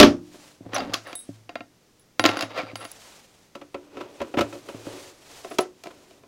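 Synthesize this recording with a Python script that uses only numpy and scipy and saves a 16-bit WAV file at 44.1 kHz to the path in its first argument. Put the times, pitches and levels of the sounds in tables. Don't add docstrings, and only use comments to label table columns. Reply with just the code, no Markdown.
import sys
import numpy as np
from scipy import signal
from scipy.fft import rfft, irfft, next_fast_len
from scipy.io import wavfile
from scipy.ndimage import map_coordinates

SR = 44100
rng = np.random.default_rng(int(sys.argv[2]) if len(sys.argv) > 2 else 0)


def transcribe(signal):
    frames = np.atleast_2d(signal).T
    limited = np.clip(frames, -1, 1)
    pcm = np.round(limited * 32767).astype(np.int16)
    wavfile.write(sys.argv[1], SR, pcm)


N = 276507
CLOCK = np.arange(N) / SR
T = np.arange(int(.7 * SR)) / SR

# (time [s], bass level [dB], treble over bass [dB], contact [s])
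DOOR_HITS = [(0.0, -3.5, -5.5, 0.0013), (.0095, -8, -9.5, 0.004), (.027, -3.5, -13.5, 0.0049),
             (.043, -20.5, -6.5, 0.0035), (.343, -47, -50, 0.0028)]
TABLE_HITS = [(.733, -34, -11.5, .002), (.761, -28, -8.5, .0036), (.7815, -45, 8, 0.00064),
              (.803, -39.5, -9, 0.0032), (.935, -35, 9.5, .008), (1.129, -41, -4.5, .0009),
              (1.4925, -39, -12, 0.00085), (1.555, -30.5, -16.5, 0.00064), (1.6062, -37, -22, 0.00023),
              (2.1948, -21, -4.5, 0.00034), (2.2397, -19.5, -7.5, 0.00075), (2.2528, -15, -9.5, .0005),
              (2.2603, -23.5, 4.5, 0.0011), (2.2895, -22, -12, 0.00079), (2.3703, -30, -6.5, 0.00029),
              (2.3912, -38, 2, 0.00062), (2.4085, -33, 3, 0.00061), (2.4205, -34, 0.5, 0.0057),
              (2.431, -36, -12, 0.00412), (2.7555, -39.5, 1.5, 0.00108), (2.851, -42, -2, 0.00067)]
PANEL_HITS = [(3.551, -39.5, -10, .004), (3.613, -42, -17.5, .004), (3.7435, -31.5, -20.5, 0.0024),
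              (3.9695, -37, -19, .0014), (4.005, -34.5, -17.5, .008), (4.2025, -32.5, -22, 0.0027),
              (4.215, -28, -18, 0.0023), (4.3395, -29, -26, .0012), (4.37, -25.5, -18.5, .007),
              (4.382, -21.5, -15, .011), (4.408, -21.5, -10.5, .002), (4.525, -39.5, -13, .0034),
              (4.553, -38, -48, .003), (4.686, -36.5, -16, .0036), (4.742, -48.5, -13, .006),
              (4.864, -36, -44, .005)]
BARREL_HITS = [(5.445, -36, -17.5, 0.0032), (5.508, -36.5, -21, 0.013), (5.5845, -27, 1, 0.0024),
               (5.588, -15.5, -19.5, 0.0016), (5.8365, -47, 2.5, 0.00081), (5.855, -41, -17, 0.0063),
               (5.868, -38, -13, 0.0031), (5.903, -48, -13.5, 0.01), (6.1075, -54, -6.5, .003),
               (6.2345, -51, -21, 0.0032)]
# (start [s], length [s], level [dB])
SLEEVE_STROKES = [(.35, .17, -53.5), (1.0, 0.37, -58.5), (2.91, .295, -50), (3.3, 0.14, -60),
                  (3.6, 0.26, -67), (4.17, 0.18, -58), (4.51, 0.063, -51.5), (4.67, 0.11, -52.5),
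                  (4.88, .2, -46.5), (5.31, 0.23, -48.5), (5.85, 0.31, -59.5)]
PALM_STROKES = [(.665, 0.088, -44.5), (.82, 0.089, -36.5)]
KEY_DRAGS = [(.748, 0.027, -30.5), (.80, 0.036, -36), (.895, .06, -45.5), (1.068, 0.051, -40),
             (2.272, 0.082, -28.5), (2.39, 0.046, -33.5), (2.5, .22, -40), (2.572, 0.028, -28),
             (2.81, 0.02, -36.5)]
LOCK_RUBS = [(3.82, 0.025, -53.5), (3.98, 0.024, -39.5), (4.2, .04, -43.5), (4.44, 0.15, -48),
             (4.7, 0.16, -46), (4.88, 0.086, -41), (5.28, 0.42, -58), (5.92, 0.41, -55)]
# (time [s], gain [dB])
TABLE_THUDS = [(0.606, -43.5), (.661, -40.5), (0.894, -38), (1.289, -36.5), (2.429, -38.5), (2.631, -42),
               (2.731, -42.5), (4.371, -30), (4.402, -31), (4.744, -39), (4.866, -40)]
# (time [s], length [s], start pitch [Hz], end pitch [Hz], level [dB])
KEY_CHIRPS = [(.742, 0.016, 1260, 1060, -26.5), (.743, 0.022, 5800, 5800, -26.5),
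              (0.761, 0.02, 3750, 3980, -37), (0.764, 0.0482, 862, 546, -25),
              (0.791, 0.02, 4770, 5000, -34), (0.924, 0.04, 1200, 990, -29.5),
              (1.061, 0.015, 1880, 1500, -38), (2.575, .05, 2400, 2120, -31.5),
              (2.677, 0.044, 2330, 1930, -43.5)]
# (time [s], gain [dB], share of free ring time left by the grip [0-1])
KEY_CLINKS = [(.745, -38, 0.27), (.939, -42, .25), (1.072, -52.5, 0.61), (1.1535, -36, .75),
              (1.996, -60.5, .4), (2.195, -39.5, .45), (2.293, -48.5, 0.28), (2.371, -49.5, .5),
              (2.408, -44.5, 0.5), (2.757, -46.5, 0.65), (2.801, -51, .55), (2.846, -47.5, .4),
              (2.916, -38, 0.1), (4.686, -57, 0.37), (5.502, -51, .45), (5.607, -39, .22)]

# (frequency [Hz], relative level [dB], t60 [s])
CABINET_MODES = [(106, -36, 0.53), (178, -42, .8), (200.5, -13, 0.098), (226.7, -12.5, .2),
                 (256, -12.5, 0.3), (285.6, -6, 0.25), (302, -39, 1), (348, -13, 0.37), (389.6, 0.5, 0.084),
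                 (515, -20, 0.093), (601.4, -6.5, 0.21), (707, -14, 0.14), (1006, -25.5, 0.089),
                 (1150, -18.5, 0.13), (1315, -23, .11)]
TABLE_LOW_MODES = [(109.55, -3.5, 0.63), (174, 0, 0.0927), (280, 10, 0.089), (368, 8, 0.024),
                   (570, -2.5, 0.055), (670, -4.5, 0.045)]
TABLE_MODES = [(105.7, -19.5, 0.36), (260, -18.5, 0.28), (296.8, -14.5, 0.28), (522.4, -1.5, 0.054),
               (660, -6, 0.066), (708, -2.5, 0.1), (847, -17, 0.15), (1046, -4.5, 0.059), (1360, -9, .11),
               (1860, -15, 0.14), (2123, -14, 0.11), (2460, -20.5, 0.12), (2750, -8.5, 0.064),
               (3820, -13, 0.11), (4727, -10, 0.1)]
KEY_BEND_MODES = [(3800, -11, 0.18), (8230, -11, 0.33)]
KEY_TWIST_MODES = [(10340, 2.5, 0.19), (10400, -24, .12), (10670, -7.5, .13), (10990, -1, 0.23),
                   (15520, -11.5, 0.14)]
PANEL_MODES = [(77.7, -15.5, 0.19), (203, -9, 0.089), (233.3, -1.5, 0.11), (291, -3.5, 0.29),
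               (331, -14, 0.37), (361.8, 0.5, 0.23), (450, -25.5, 0.076), (545, 4, 0.14), (575.8, 5, 0.11),
               (692, -7, 0.15), (984, -8.5, 0.11), (1328, -6, 0.1015), (2533, -11, 0.063)]
BARREL_MODES = [(366, -4, 0.26), (425, 5.5, 0.035), (525, -6.5, 0.07), (597, -2, 0.1), (675, 3.5, 0.1),
                (740, -6, 0.15), (1027, -9, 0.098), (1314, -12.5, 0.13), (1984, -29, 0.18),
                (2370, -10, 0.038)]
# (frequency [Hz], gain [dB])
CABINET_EQ = [(25, -15.5), (70, -7), (140, -7.5), (280, 5), (700, -4), (1300, -3), (2000, -8.5), (3200, -4),
              (5500, -8), (8000, -28), (16000, -30.5)]
TABLE_EQ = [(25, -32.5), (90, -36), (170, -9), (300, 11), (440, -3.5), (680, 9.5), (900, -10.5), (1400, -1),
            (1700, -6), (3000, -7), (4800, -12.5), (6800, -18.5), (8500, -33), (16000, -33.5)]
LOCK_EQ = [(25, -43.5), (120, -9.5), (200, -5), (330, 9.5), (600, 3), (850, -4), (1350, -6.5), (1750, -12),
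           (2800, -11.5), (4600, -18.5), (7000, -25), (9000, -33), (16000, -37.5)]
# (frequency [Hz], gain [dB])
AIR_EQ = [(25, -10), (55, -10), (120, -3), (230, -5), (400, -6.5), (850, -16.5), (1500, -19), (3800, -21),
          (6000, -20), (8000, -25.5), (16000, -33)]
CLOTH_EQ = [(200, -4.5), (600, 4), (1400, -2), (3500, -2), (7000, -4), (10000, -10), (13000, -16.5),
            (16000, -18.5)]
PALM_EQ = [(25, -26), (110, -20), (300, -0.5), (700, -1), (1300, -15), (4000, -26), (16000, -50)]
DRAG_EQ = [(25, -58), (120, -19), (300, -1.5), (700, 3), (1400, 0.5), (2600, -6), (4000, -8.5),
           (5500, -16.5), (8500, -30), (16000, -37)]
# (frequency [Hz], t60 [s])
ROOM_DECAY = [(100, 0.37), (300, 0.31), (1000, 0.22), (4000, 0.17), (8000, 0.25), (15000, .13)]
# (low edge [Hz], high edge [Hz])
HIT_BANDS = [(60, 800), (800, 3500), (3500, 16000)]


def amp(db):
    return 10 ** (np.asarray(db) / 20)


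def rms(x):
    return np.sqrt(np.mean(x ** 2) + 1e-20)


def curve(points, hz):
    point_hz, values = np.transpose(points)
    return np.interp(np.log(hz + 1), np.log(point_hz), values)


def equalise(x, eq):
    size = 2 * next_fast_len(len(x) // 2 + 2048)
    gain = amp(curve(eq, np.fft.rfftfreq(size, 1 / SR)))
    cepstrum = irfft(np.log(gain), size)
    cepstrum[1:size // 2] *= 2
    cepstrum[size // 2 + 1:] = 0
    return irfft(rfft(x, size) * np.exp(rfft(cepstrum)), size)[:len(x)]


def noise(eq):
    bed = equalise(rng.standard_normal(N), eq)
    return bed / rms(bed)


def ring(modes, scatter_db):
    hz, db, t60 = np.transpose(modes)[:, :, None]
    db = db + scatter_db * rng.standard_normal(hz.shape)
    polarity = (-1) ** np.arange(len(hz))[:, None]
    return np.sum(polarity * amp(db - 60 * T / t60) * np.sin(2 * np.pi * hz * T), axis=0)


def room_tail():
    hz, t, spectrum = signal.stft(rng.standard_normal(len(T)), SR, nperseg=256)
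    decay = amp(-60 * t / curve(ROOM_DECAY, hz)[:, None])
    return signal.istft(spectrum * decay, SR, nperseg=256)[1][:len(T)]


def hits(cues, modes, eq, crack_t60, ring_db, room_db, mid_db):
    track = np.zeros(N)
    filters = [signal.butter(3, HIT_BANDS[0][1], fs=SR, output='sos')]
    filters += [signal.butter(3, edges, 'bandpass', fs=SR, output='sos') for edges in HIT_BANDS[1:]]
    for s, db, treble_db, contact in cues:
        force = np.minimum(T / contact, 1)
        release = amp(-60 * np.maximum(T - contact, 0) / crack_t60)
        crack = rng.standard_normal(len(T)) * np.sqrt(force) * release
        send = amp(room_db) * np.sqrt(contact / .0002)
        tail = send * room_tail() * (1 - np.exp(-T / (contact + .004)))
        body = amp(ring_db) * force * ring(modes, scatter_db=1.2)
        hit = equalise(crack + tail, eq) + body
        attack = int((contact + .01) * SR)
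        tilt_db = (0, mid_db + .28 * treble_db, treble_db)
        for sos, lift_db, polarity in zip(filters, tilt_db, (1, -1, 1)):
            band = signal.sosfilt(sos, hit)
            add(track, s, polarity * amp(db + lift_db) * band / rms(band[:attack]))
    return track


def strokes(cues, rise_db_per_s, sag_db_per_s, fall_db_per_s):
    power = np.zeros(N)
    for start, length, db in cues:
        t = CLOCK - start
        loss_db = rise_db_per_s * np.maximum(-t, 0)
        loss_db += sag_db_per_s * np.clip(t, 0, length)
        loss_db += fall_db_per_s * np.maximum(t - length, 0)
        power += amp(db - np.minimum(loss_db, 100)) ** 2
    return np.sqrt(power)


def friction(modes, eq, slips_per_s, spread_db, ring_db):
    slipping = rng.random(N) < slips_per_s / SR
    slips = slipping * rng.standard_normal(N) * amp(spread_db * rng.standard_normal(N))
    resonance = signal.fftconvolve(slips, ring(modes, scatter_db=4))[:N]
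    scrape = equalise(slips, eq) + amp(ring_db) * resonance
    return scrape / rms(scrape)


def add(track, s, sound):
    start = max(0, round(s * SR))
    track[start:start + len(sound)] += sound[:N - start]


def room_tone():
    return amp(-60.5) * noise(AIR_EQ)


def doors():
    return hits(DOOR_HITS, CABINET_MODES, CABINET_EQ, crack_t60=.036, ring_db=-11, room_db=-22,
                mid_db=-3.5)


def sleeve():
    flutter = map_coordinates(rng.standard_normal(N // 100), [CLOCK * 60])
    swish = strokes(SLEEVE_STROKES, rise_db_per_s=88, sag_db_per_s=4, fall_db_per_s=169.5)
    return swish * amp(1.4 * flutter) * noise(CLOTH_EQ)


def table_thuds():
    track = np.zeros(N)
    soft_attack = 1 - np.exp(-T / .001)
    for s, db in TABLE_THUDS:
        add(track, s, amp(db) * soft_attack * ring(TABLE_LOW_MODES, scatter_db=1))
    return track


def palm():
    pressure = strokes(PALM_STROKES, rise_db_per_s=294, sag_db_per_s=10, fall_db_per_s=250)
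    return pressure * friction(TABLE_LOW_MODES, PALM_EQ, slips_per_s=1500, spread_db=0, ring_db=-48)


def key_on_table():
    taps = hits(TABLE_HITS, TABLE_MODES, TABLE_EQ, crack_t60=.018, ring_db=-20.5, room_db=-26, mid_db=2.5)
    pressure = strokes(KEY_DRAGS, rise_db_per_s=613, sag_db_per_s=25, fall_db_per_s=419)
    rasp = friction(TABLE_MODES, DRAG_EQ, slips_per_s=4400, spread_db=3, ring_db=-36.5)
    return taps + pressure * rasp


def key_chirps():
    track = np.zeros(N)
    for s, length, start_hz, end_hz, db in KEY_CHIRPS:
        progress = np.minimum(T / length, 1)
        jitter = map_coordinates(rng.standard_normal(len(T)), [T * 700])
        hz = (start_hz + (end_hz - start_hz) * progress ** 2) * (1 + .051 * jitter)
        envelope = amp(db + 2 * jitter) * np.sin(np.pi * progress)
        add(track, s, envelope * np.sin(2 * np.pi * np.cumsum(hz) / SR))
    return track


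def key_clinks(strikes=3, gap_s=.018, loss_db=6.5):
    track = np.zeros(N)
    for s, db, freedom in KEY_CLINKS:
        grip = 1 - min(freedom, 1)
        for strike in range(strikes):
            detune = 1 + .02 * grip * rng.standard_normal()
            mode_scale = [detune, 1, max(freedom, .1)]
            twist = ring(np.multiply(KEY_TWIST_MODES, mode_scale), scatter_db=3)
            bend = amp(16.5 - 33 * grip) * ring(np.multiply(KEY_BEND_MODES, mode_scale), scatter_db=1.5)
            tick = (strike == 0) * amp(4) * rng.standard_normal(len(T)) * amp(-60 * T / .015)
            add(track, s, amp(db - loss_db * strike) * (twist + bend + tick))
            s += 2 * freedom * gap_s * (.5 + rng.random())
    return track


def key_in_lock():
    misses = hits(PANEL_HITS, PANEL_MODES, LOCK_EQ, crack_t60=.045, ring_db=-17.5, room_db=-24.5,
                  mid_db=1)
    entry = hits(BARREL_HITS, BARREL_MODES, LOCK_EQ, crack_t60=.02, ring_db=-15, room_db=-25.5, mid_db=.5)
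    pressure = strokes(LOCK_RUBS, rise_db_per_s=187, sag_db_per_s=21, fall_db_per_s=85)
    rub = friction(PANEL_MODES, LOCK_EQ, slips_per_s=7200, spread_db=.5, ring_db=-49.5)
    return misses + entry + pressure * rub


def scene():
    key = key_on_table() + key_chirps() + key_clinks() + key_in_lock()
    handling = table_thuds() + palm() + sleeve()
    return (doors() + key + handling + room_tone())[None]


def record(dry):
    clipped = np.clip(dry, -1, 1)
    size = next_fast_len(N + SR // 2)
    passband = np.fft.rfftfreq(size, 1 / SR) < 15850
    return irfft(rfft(clipped, size) * passband, size)[:, :N]


dry = scene()
out = record(dry)
transcribe(out)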